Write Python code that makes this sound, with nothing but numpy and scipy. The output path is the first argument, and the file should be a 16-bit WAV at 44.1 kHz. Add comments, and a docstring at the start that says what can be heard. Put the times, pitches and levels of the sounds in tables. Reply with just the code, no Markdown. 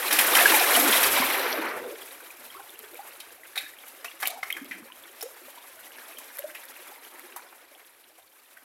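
"""A wave under a wooden jetty

A wave breaks around the posts, churns and drains away in fizzing foam. Then the sea laps and trickles:
small crests slap the timber, trapped air plops and gurgles, and spray drops tick.
Most of the sound is ringing bubbles, big ones low and small ones high. The deck echoes briefly."""
import sys
import numpy as np
from scipy import signal
from scipy.fft import rfft, irfft, next_fast_len
from scipy.io import wavfile
from scipy.ndimage import map_coordinates

SR = 44100
rng = np.random.default_rng(int(sys.argv[2]) if len(sys.argv) > 2 else 0)


def bounce(signal):
    """Save signal as a 16-bit WAV file at the path given by the first command-line argument."""
    frames = np.transpose(np.atleast_2d(signal))
    limited = np.clip(frames, -1, 1)
    pcm = np.round(limited * 32767).astype(np.int16)
    wavfile.write(sys.argv[1], SR, pcm)


N = 381024  # samples: 8.64 s


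def amp(db):
    """Turn decibels into a gain to multiply by."""
    return 10 ** (np.asarray(db) / 20)


def unit(x):
    """Scale a sound to an average (rms) level of 1."""
    return x / np.sqrt(np.mean(x ** 2) + 1e-20)


def fade(t, fade_s):
    """Die away by 60 dB in fade_s seconds, the fade time."""
    return np.exp(-np.log(1000) * t / fade_s)


def along(points, hz):
    """Read between (frequency, value) points, with octaves evenly spaced."""
    frequencies, values = np.transpose(points)
    return np.interp(np.log(hz + 1), np.log(frequencies + 1), values)


def curves(rows):
    """Turn each column after the time into one value per sample."""
    times, *columns = np.transpose(rows)
    return [np.interp(np.arange(N) / SR, times, column) for column in columns]


def wobble(per_second):
    """A smooth curve through this many random values a second."""
    values = rng.standard_normal(int(N * per_second / SR) + 4)
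    return map_coordinates(values, [np.arange(N) * per_second / SR])


def filtered(x, response):
    """Multiply each frequency in a sound by the gain response(hz)."""
    size = next_fast_len(len(x) + SR // 8)
    return irfft(rfft(x, size) * response(np.fft.rfftfreq(size, 1 / SR)), size)[:len(x)]


def coloured(x, tone):
    """Shape a sound with a table of frequencies and levels, then scale it to level 1."""
    return unit(filtered(x, lambda hz: amp(along(tone, hz))))


def without_bass(x, corner_hz=330):
    """Cut the bass, so splashes sound light and have no low thud."""
    return filtered(x, lambda hz: hz ** 4 / (hz ** 4 + corner_hz ** 4))


def add(track, start_s, sound):
    """Mix a sound into the track at the given time."""
    part = track[max(0, round(start_s * SR)):][:len(sound)]
    part += sound[:len(part)]


def ring(t, hz, fade_s, rise, onset_cycles):
    """A bubble swells, fades, and climbs about `rise` octaves per fade time as it nears the surface."""
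    age = np.minimum(t / fade_s, 2)
    swell = 1 - np.exp(-(t * hz / onset_cycles) ** 2)
    return swell * fade(age, 1) * np.sin(2 * np.pi * hz * t * 2 ** (rise * age / 2))


def swarm(count, low_hz, high_hz, cycles, spread_db, rise, samples):
    """Bubbles of random pitch, life and strength, scattered over the whole scene."""
    when, pitch, life, strength, climb = rng.random((count, 5)).T[:, :, None]
    hz = low_hz * (high_hz / low_hz) ** pitch
    fade_s = cycles * 2 ** (2 * life - 1) / hz
    gain = amp(spread_db * np.minimum(-np.log(1 - strength), 4)) * hz
    rings = gain * ring(np.arange(samples) / SR, hz, fade_s, rise * climb, onset_cycles=0.79)
    positions = (when * N).astype(int) + np.arange(samples)
    return unit(np.bincount(positions.ravel(), rings.ravel(), N)[:N])


def froth(bubbles, tone, wash_db, flutter_db):
    """Distinct bubbles over a noisy wash of countless small ones, arriving in clumps."""
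    wash = amp(wash_db)
    mix = coloured(bubbles, tone) + wash * coloured(rng.standard_normal(N), tone)
    mix /= np.sqrt(1 + wash ** 2)  # keeps the level steady as the wash changes
    return unit(mix * amp(flutter_db * wobble(70)))


def breaker(level_db, drained_s, steepness, crest_s=0.4, slosh_s=0.61):
    """Gain of a wave layer: it swells, sloshes and sags, and drains 20 dB more by drained_s."""
    t = np.arange(N) / SR
    swell_db = -10 * np.maximum(1 - t / crest_s, 0)
    sag_db = -2.5 * np.maximum(t - crest_s, 0)
    slosh_db = 0.57 * np.cos(2 * np.pi * (t - crest_s) / slosh_s)  # rocking between the posts
    drain_db = -20 * np.minimum(t / drained_s, 2) ** steepness
    return amp(level_db + swell_db + sag_db + slosh_db + drain_db)


# How long the echo under the deck lasts: (frequency [Hz], fade time [s])
DECK_FADES = [(200, 0.48), (2000, 0.28), (6000, 0.41), (14000, 0.042)]
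def deck_echo(x, delay_s=0.006):
    """Sound bounces briefly between the water and the planks."""
    hz, t, bands = signal.stft(rng.standard_normal(SR // 2), SR, nperseg=256)
    tail = signal.istft(bands * fade(t, along(DECK_FADES, hz)[:, None]), SR, nperseg=256)[1]
    delayed = np.pad(x, (round(delay_s * SR), 0))
    return signal.fftconvolve(delayed, tail / np.linalg.norm(tail))[:N]


# The weight of the water against the posts: (time [s], level [dB])
SURGE = [(0.0, -77), (0.55, -75.5), (1.23, -59), (1.32, -75), (1.76, -71), (1.95, -81), (4.3, -85),
         (4.7, -75), (5.1, -87), (8.64, -91)]
# The deep tone of that push: (frequency [Hz], relative level [dB])
RUMBLE_TONE = [(20, 2), (45, -0.5), (70, 11.5), (125, 13.5), (200, -22), (400, -27)]
def rumble(heave_db=2.8):
    """Moving water pushes on the posts with a dull rumble."""
    level_db = curves(SURGE)[0] + heave_db * wobble(14)
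    return amp(level_db) * coloured(rng.standard_normal(N), RUMBLE_TONE)


# The tone of the finest foam: (frequency [Hz], relative level [dB])
SIZZLE_TONE = [(5000, -40), (8000, -26), (10000, -15.5), (11300, 5), (12100, 6), (13200, -5),
               (16000, -13.5)]
def sizzle():
    """The finest foam goes on sizzling just after the wave's spray has fallen."""
    bursts = swarm(9000, low_hz=9650, high_hz=14200, cycles=30, spread_db=5.5, rise=0.1, samples=150)
    foam = froth(bursts, SIZZLE_TONE, wash_db=3, flutter_db=2.5)
    return foam * breaker(level_db=-35, drained_s=1.68, steepness=24)


def drips(below_ripples_db=9):
    """Water running off the posts plinks, louder when the ripples are higher."""
    plinks = swarm(150, low_hz=481, high_hz=3400, cycles=28, spread_db=2, rise=0.86, samples=3600)
    return plinks * amp(curves(LAPPING)[0] - below_ripples_db)


# Drops landing close by: (time [s], relative peak level [dB])
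DROPS = [(2.705, -34), (2.792, -25), (2.9448, -31), (4.2127, -26), (4.274, -10), (4.282, -20),
         (4.5265, -17), (4.646, -30), (5.232, -26), (6.3715, -24.5), (6.3919, -18.5), (6.6543, -32),
         (7.1957, -29)]
def drops(tick_hz=12200, fade_s=0.0016):
    """Each drop lands with a tiny bright tick and a puff of spray."""
    out, t = np.zeros(N), np.arange(SR // 100) / SR
    for start_s, db in DROPS:
        hz = tick_hz * np.exp(0.017 * rng.standard_normal())
        tick = ring(t, hz, fade_s, rise=0.11, onset_cycles=0.3)
        tick += 0.15 * coloured(rng.standard_normal(len(t)), SPRAY_TONE) * fade(t, 2 * fade_s)
        add(out, start_s, amp(db) * tick / np.abs(tick).max())
    return out


# Escaping air: (time [s], length [s], level [dB], first pitch [Hz], last pitch [Hz])
GURGLES = [(0.739, 0.15, -33, 270.5, 277), (1.802, .14, -39.5, 400, 430), (2.547, 0.063, -47.5, 1000, 1360),
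           (2.897, 0.079, -55.5, 360, 490), (4.287, .09, -45, 710, 780), (4.53, 0.27, -56.5, 315, 271)]
def gurgles(per_second=110, pitch_scatter=0.162, cycles=18):
    """A pocket of air breaks into a quick run of bubbles of about one size."""
    out, t = np.zeros(N), np.arange(SR // 8) / SR
    for start_s, length_s, db, first_hz, last_hz in GURGLES:
        run, count = np.zeros(SR), max(2, round(length_s * per_second))
        for k, (late, detune, strength) in enumerate(rng.standard_normal((100, 3))[:count]):
            progress = (k + 0.269 * late) / count
            hz = first_hz * (last_hz / first_hz) ** progress * np.exp(pitch_scatter * detune)
            bubble = ring(t, hz, cycles / hz, rise=0.19, onset_cycles=6.5)
            add(run, progress * length_s, amp(2 * strength) * bubble)
        add(out, start_s, amp(db) * unit(run) * np.sqrt(length_s))
    return out


# Notes of the gap between water and beam: (pitch [Hz], width [Hz], relative level [dB])
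GAP_NOTES = [(2300, 320, 1), (3340, 290, -6)]
def gap_ring(x, fade_s=0.59):
    """The narrow gap between water and beam rings on after each pop."""
    def peaks(hz):
        return sum(amp(db) / (1 + (2 * (hz - pitch) / width) ** 2) for pitch, width, db in GAP_NOTES)
    t = np.arange(SR // 3) / SR
    tail = filtered(rng.standard_normal(len(t)), peaks) * fade(t, fade_s)
    return signal.fftconvolve(x, tail / np.linalg.norm(tail))[:N]


# Air pinched against the timber: (time [s], peak level [dB], pitch [Hz], fade time [s])
POPS = [(.352, -12.5, 3050, 0.018), (.925, -16, 3360, .03), (2.018, -38, 3260, 0.029),
        (2.304, -36, 2400, .02), (2.502, -39, 3180, 0.037), (3.576, -22, 3770, 0.02),
        (3.662, -38, 1730, 0.037), (4.056, -35, 2580, 0.05), (4.082, -34, 2770, 0.033),
        (4.236, -24, 2190, .018), (4.256, -27, 2810, 0.017), (4.429, -22, 2100, 0.032),
        (4.502, -19.5, 2080, 0.012), (4.526, -21, 3170, 0.015), (6.171, -38, 3150, 0.03)]
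def pops(roughness=0.11):
    """Air caught between a ripple and the timber pops with a short, hollow note."""
    out, t = np.zeros(N), np.arange(SR // 10) / SR
    for start_s, db, hz, fade_s in POPS:
        note = ring(t, hz, fade_s, rise=0.077, onset_cycles=3.5)
        add(out, start_s, amp(db) * note / np.abs(note).max())
    return out * (1 + roughness * wobble(400))


# Single bubbles close by: (time [s], peak level [dB], pitch [Hz], rise [octaves per fade time])
PLOPS = [(.389, -13.5, 2410, 0.85), (.409, -21, 686, 0.22), (.456, -7.5, 1625, 0.15),
         (.495, -27.5, 430, .1), (.537, -14.5, 865, 0.1), (.568, -23, 727, 0.22), (.608, -21, 715, 0.34),
         (.770, -20, 700, 0.12), (.836, -23, 680, .3), (.848, -27, 341, .2), (1.192, -26.5, 254, 0.1),
         (1.221, -21, 1006, 0.19), (1.455, -29.5, 440, .1), (1.586, -27, 314, 0.11), (2.203, -43, 1480, .4),
         (2.593, -39.5, 783, 0.17), (2.991, -32.5, 762, 0.55), (4.23, -33, 745, 0.07),
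         (4.384, -35.5, 750, .1), (4.555, -45, 315, .1), (4.611, -39, 264, .1), (4.704, -45, 258, .1),
         (4.793, -45, 317, .1), (4.815, -44.5, 228, .1), (4.9, -44, 1000, .15), (5.216, -29, 5400, 0.037),
         (5.230, -36, 447, 0.2), (5.254, -35.5, 492, 0.53), (5.478, -45, 567, 0.095),
         (5.574, -41, 946, 0.28), (6.389, -33.5, 557, 0.16), (6.438, -29, 588, 0.25),
         (6.717, -44, 1260, 0.57), (6.917, -43, 787, 0.67), (7.234, -46.5, 354, .1),
         (7.363, -37.5, 930, 0.17)]
def plops(roughness=0.29, longest_fade_s=0.087, big_bubble_hz=610):
    """Bubbles ring one by one, wobbling as they change shape; small, high ones die sooner."""
    out, t = np.zeros(N), np.arange(SR // 4) / SR
    for start_s, db, hz, rise in PLOPS:
        fade_s = longest_fade_s * min(1, big_bubble_hz / hz)
        bubble = ring(t, hz, fade_s, rise, onset_cycles=2.3)
        add(out, start_s, amp(db) * bubble / np.abs(bubble).max())
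    return out * (1 + roughness * wobble(210))


def off_post(x, delay_s=0.0016, reflection_db=-8):
    """A sound together with its bounce off the nearest post."""
    return x + amp(reflection_db) * np.pad(x, (round(delay_s * SR), 0))[:N]


# Steady notes that ring in every slap: (pitch [Hz], width [Hz], relative level [dB])
SLAP_NOTES = [(740, 170, 15), (1060, 100, 0), (1563, 124, 11.5), (2140, 210, 8.5), (3260, 80, -2),
              (3800, 680, 2.5), (5500, 740, 10.5)]
def air_pocket(noise, pocket_hz, width_octaves, bass_cut_hz=450):
    """Shattered air makes a band of noise, coloured by a set of steady ringing notes."""
    def response(hz):
        band = 1 / np.sqrt(1 + np.abs(np.log2((hz + 1) / pocket_hz) / width_octaves) ** 4.84)
        ringing = sum(amp(db) ** 2 / (1 + (2 * (hz - pitch) / width) ** 2)
                     for pitch, width, db in SLAP_NOTES)
        bass_cut = hz ** 6 / (hz ** 6 + bass_cut_hz ** 6)
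        return band * np.sqrt(0.51 + ringing) * bass_cut  # 0.51 is the power that arrives directly
    return unit(filtered(noise, response))


# Crests hitting the timber: (time [s], relative smack level [dB], air pocket pitch [Hz],
# pocket band width [octaves], relative spray level [dB], fade time [s])
SLAPS = [(.108, -13, 2120, 0.69, -25.5, 0.22), (.125, -15, 2400, 1, -12.5, 0.092),
         (0.187, -5, 2400, 0.48, -13, 0.1), (.21, -16, 2100, 0.49, -12.5, 0.059),
         (.349, -7, 2630, 0.67, -13, 0.075), (.368, -5.5, 1800, 1, -11, 0.035),
         (.541, -5, 2100, 0.28, -15, 0.059), (.61, -12, 1900, .5, -26, 0.044),
         (.762, -8, 1890, 0.56, -12, 0.045), (0.926, -11, 2430, 0.55, -21, 0.23),
         (1.029, -9.5, 2400, 0.51, -16, 0.12), (3.201, -24.5, 3040, 0.42, -33.5, 0.051),
         (3.556, -25.5, 1750, 0.47, -35, 0.16), (3.556, -23, 3850, 0.15, -51, 0.057),
         (3.57, -24, 950, 0.42, -42, 0.038), (3.576, -15, 3720, 0.14, -26.5, 0.064),
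         (3.576, -17, 2400, 0.22, -42, 0.066), (3.606, -31, 1980, .35, -42, 0.29),
         (3.881, -49, 1840, .5, -34.5, 0.031), (4.044, -22.5, 1740, 0.87, -33, 0.087),
         (4.2, -33.5, 1800, 0.76, -36, 0.21), (4.222, -26, 1850, 0.69, -29, .04),
         (4.227, -12, 1540, 0.73, -29, 0.061), (4.254, -13, 2600, 0.26, -25, 0.038),
         (4.266, -19, 3320, 0.27, -29, 0.047), (4.272, -23, 1100, 0.88, -19, 0.04),
         (4.302, -29, 4100, 0.14, -29, .045), (4.429, -15.5, 1550, 0.79, -35, 0.051),
         (4.502, -17, 2560, 0.29, -31, 0.037), (4.566, -20.5, 1900, 0.35, -37, 0.079),
         (4.582, -27.5, 1240, 0.32, -50, 0.044), (4.71, -22.5, 2080, 0.37, -45, 0.16),
         (5.208, -29, 2260, 0.94, -33, 0.06), (5.225, -22.5, 1200, 1, -21.5, 0.03),
         (6.183, -32, 2100, .5, -31, 0.057), (6.385, -22.5, 1660, 0.25, -25.5, 0.023),
         (6.492, -29.5, 1850, .25, -45, 0.081), (6.548, -25, 2300, 0.38, -39.5, 0.074),
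         (6.633, -30, 1800, .3, -42, .07), (7.361, -26, 1170, 0.4, -31.5, 0.065),
         (7.525, -37, 1210, 0.5, -59, 0.054), (7.793, -40, 1780, 0.46, -51, .07),
         (8.18, -43.5, 850, 1, -58, 0.15), (8.57, -35.5, 1730, .35, -50, 0.064)]
def slaps(smack_attack_s=0.00096, spray_attack_s=0.0018, smack_gain_db=-9, spray_gain_db=-2, grain_db=5):
    """Each crest shatters a pocket of air against the wood; spray follows and water spatters back."""
    out, t = np.zeros(N), np.arange(SR // 4) / SR
    spatter = amp(-17) * fade(t, fade_s=0.11)
    for start_s, smack_db, pocket_hz, width_octaves, spray_db, fade_s in SLAPS:
        air, mist = rng.standard_normal((2, len(t)))
        pocket = air_pocket(air, pocket_hz, width_octaves)
        droplets = coloured(mist * amp(grain_db * rng.standard_normal(len(t))), SPRAY_TONE)
        burst = fade(t, fade_s)
        smack = pocket * (1 - np.exp(-t / smack_attack_s)) * np.hypot(burst, spatter)
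        fizz = droplets * (1 - np.exp(-t / spray_attack_s)) * burst
        add(out, start_s, amp(smack_db + smack_gain_db) * smack + amp(spray_db + spray_gain_db) * fizz)
    return out


def tumble():
    """Inside the breaking wave, lumps of water fall back with short, distinct glugs."""
    glugs = swarm(640, low_hz=463, high_hz=1710, cycles=14.4, spread_db=0.5, rise=0.37, samples=2400)
    return without_bass(glugs) * breaker(level_db=-33, drained_s=1.86, steepness=4)


def backwash(level_db=-35, peak_s=1.707, spread_s=0.035):
    """Gain of the last gush, as the spent wave pours back off the timber."""
    return amp(level_db - np.minimum(((np.arange(N) / SR - peak_s) / spread_s) ** 2, 100))


# Tones of large, medium, small and tiny bubbles: (frequency [Hz], relative level [dB])
CHURN_TONE = [(130, -62), (180, -15), (245, -4.5), (330, 0.5), (560, 0.5), (750, -9.5), (1200, -6),
              (2500, -66)]
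SPLASH_TONE = [(60, -82), (300, -26.5), (550, -3), (780, -2), (1100, -2), (1650, -0.5), (2300, -2.5),
               (3200, -18.5), (4500, -43), (7000, -42)]
TRICKLE_TONE = [(300, -83), (1500, -28), (2400, 0.5), (3100, -1.5), (3900, -2), (4700, -7.5), (6000, -9.5),
                (9000, -59.5)]
SPRAY_TONE = [(300, -79), (3000, -10.5), (5000, -12.5), (7000, -9.5), (9000, -7), (10500, -3.5),
              (12000, -1), (13500, -5), (16000, -13)]
# The sea lapping after the wave: (time [s], relative ripple level [dB], relative foam level [dB])
LAPPING = [(1.95, -49, -47.5), (2.68, -53, -51), (3.08, -51, -51), (3.37, -54, -52.5), (4.05, -53, -51.5),
           (4.43, -51.5, -50), (4.78, -53, -55.5), (5.25, -53.5, -52.5), (5.69, -52.5, -49.5),
           (5.96, -50, -50.5), (6.23, -50.5, -49), (6.74, -51.5, -49.5), (7.24, -50.5, -52),
           (7.48, -53.5, -56.5), (8.23, -63, -59.5), (8.64, -59.5, -58)]
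def wave_and_lapping():
    """Big bubbles churn, smaller ones splash and trickle, spray fizzes; the finest drain away first."""
    ripples_db, foam_db = curves(LAPPING)
    calm, = curves([(1.7, 0.37), (2.1, 1)])  # as the wave drains, single bubbles stand out
    stir_db = wobble(30) * (0.37 + 0.94 * calm)

    large = swarm(1300, low_hz=228.6, high_hz=924, cycles=59, spread_db=3.5, rise=0.86, samples=3600)
    medium = swarm(2000, low_hz=658.5, high_hz=3148, cycles=47.6, spread_db=2, rise=0.93, samples=1800)
    small = swarm(1900, low_hz=2169, high_hz=7110, cycles=78, spread_db=2.5, rise=0.46, samples=800)
    tiny = swarm(10000, low_hz=4550, high_hz=15550, cycles=38, spread_db=3, rise=0.29, samples=128)
    churn = froth(large, CHURN_TONE, wash_db=-4.8 * calm, flutter_db=2)
    splash = froth(medium, SPLASH_TONE, wash_db=7 - 3.5 * calm, flutter_db=1.5)
    trickle = froth(small, TRICKLE_TONE, wash_db=5 - 4 * calm, flutter_db=2.5)
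    spray = froth(tiny, SPRAY_TONE, wash_db=8 - 3.2 * calm, flutter_db=2.1)

    # Each layer follows the wave, then settles to the lapping; hypot adds their powers.
    churn *= np.hypot(breaker(level_db=-33.5, drained_s=1.955, steepness=26), amp(ripples_db - 7))
    wave_and_gush = np.hypot(breaker(level_db=-24, drained_s=1.84, steepness=7.6), backwash())
    splash *= np.hypot(wave_and_gush, amp(ripples_db - 1.5))
    halfway_db = (ripples_db + foam_db) / 2
    trickle *= np.hypot(breaker(level_db=-27.5, drained_s=1.705, steepness=10), amp(halfway_db - 6))
    spray *= np.hypot(breaker(level_db=-23.1, drained_s=1.537, steepness=7), amp(foam_db - 0.5))
    return amp(stir_db) * (churn + splash + trickle + spray)


def scene(hit_echo_db=-11, bubble_echo_db=-14, drop_gain_db=3, gap_db=-24):
    """All the water heard from one spot, alike in both channels; slaps and drops echo most."""
    hits = without_bass(off_post(slaps()) + amp(drop_gain_db) * drops())
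    popping = pops()
    bubbles = plops() + gurgles() + drips() + popping
    echo = deck_echo(amp(hit_echo_db) * hits + amp(bubble_echo_db) * bubbles)
    echo += amp(gap_db) * gap_ring(popping)
    mono = wave_and_lapping() + tumble() + sizzle() + rumble() + hits + bubbles + echo
    return np.array([mono, mono])


def record(dry):
    """Cut away the very highest treble."""
    top_hz = 15900
    return np.array([filtered(channel, lambda hz: hz < top_hz) for channel in dry])


dry = scene()
out = record(dry)
bounce(out)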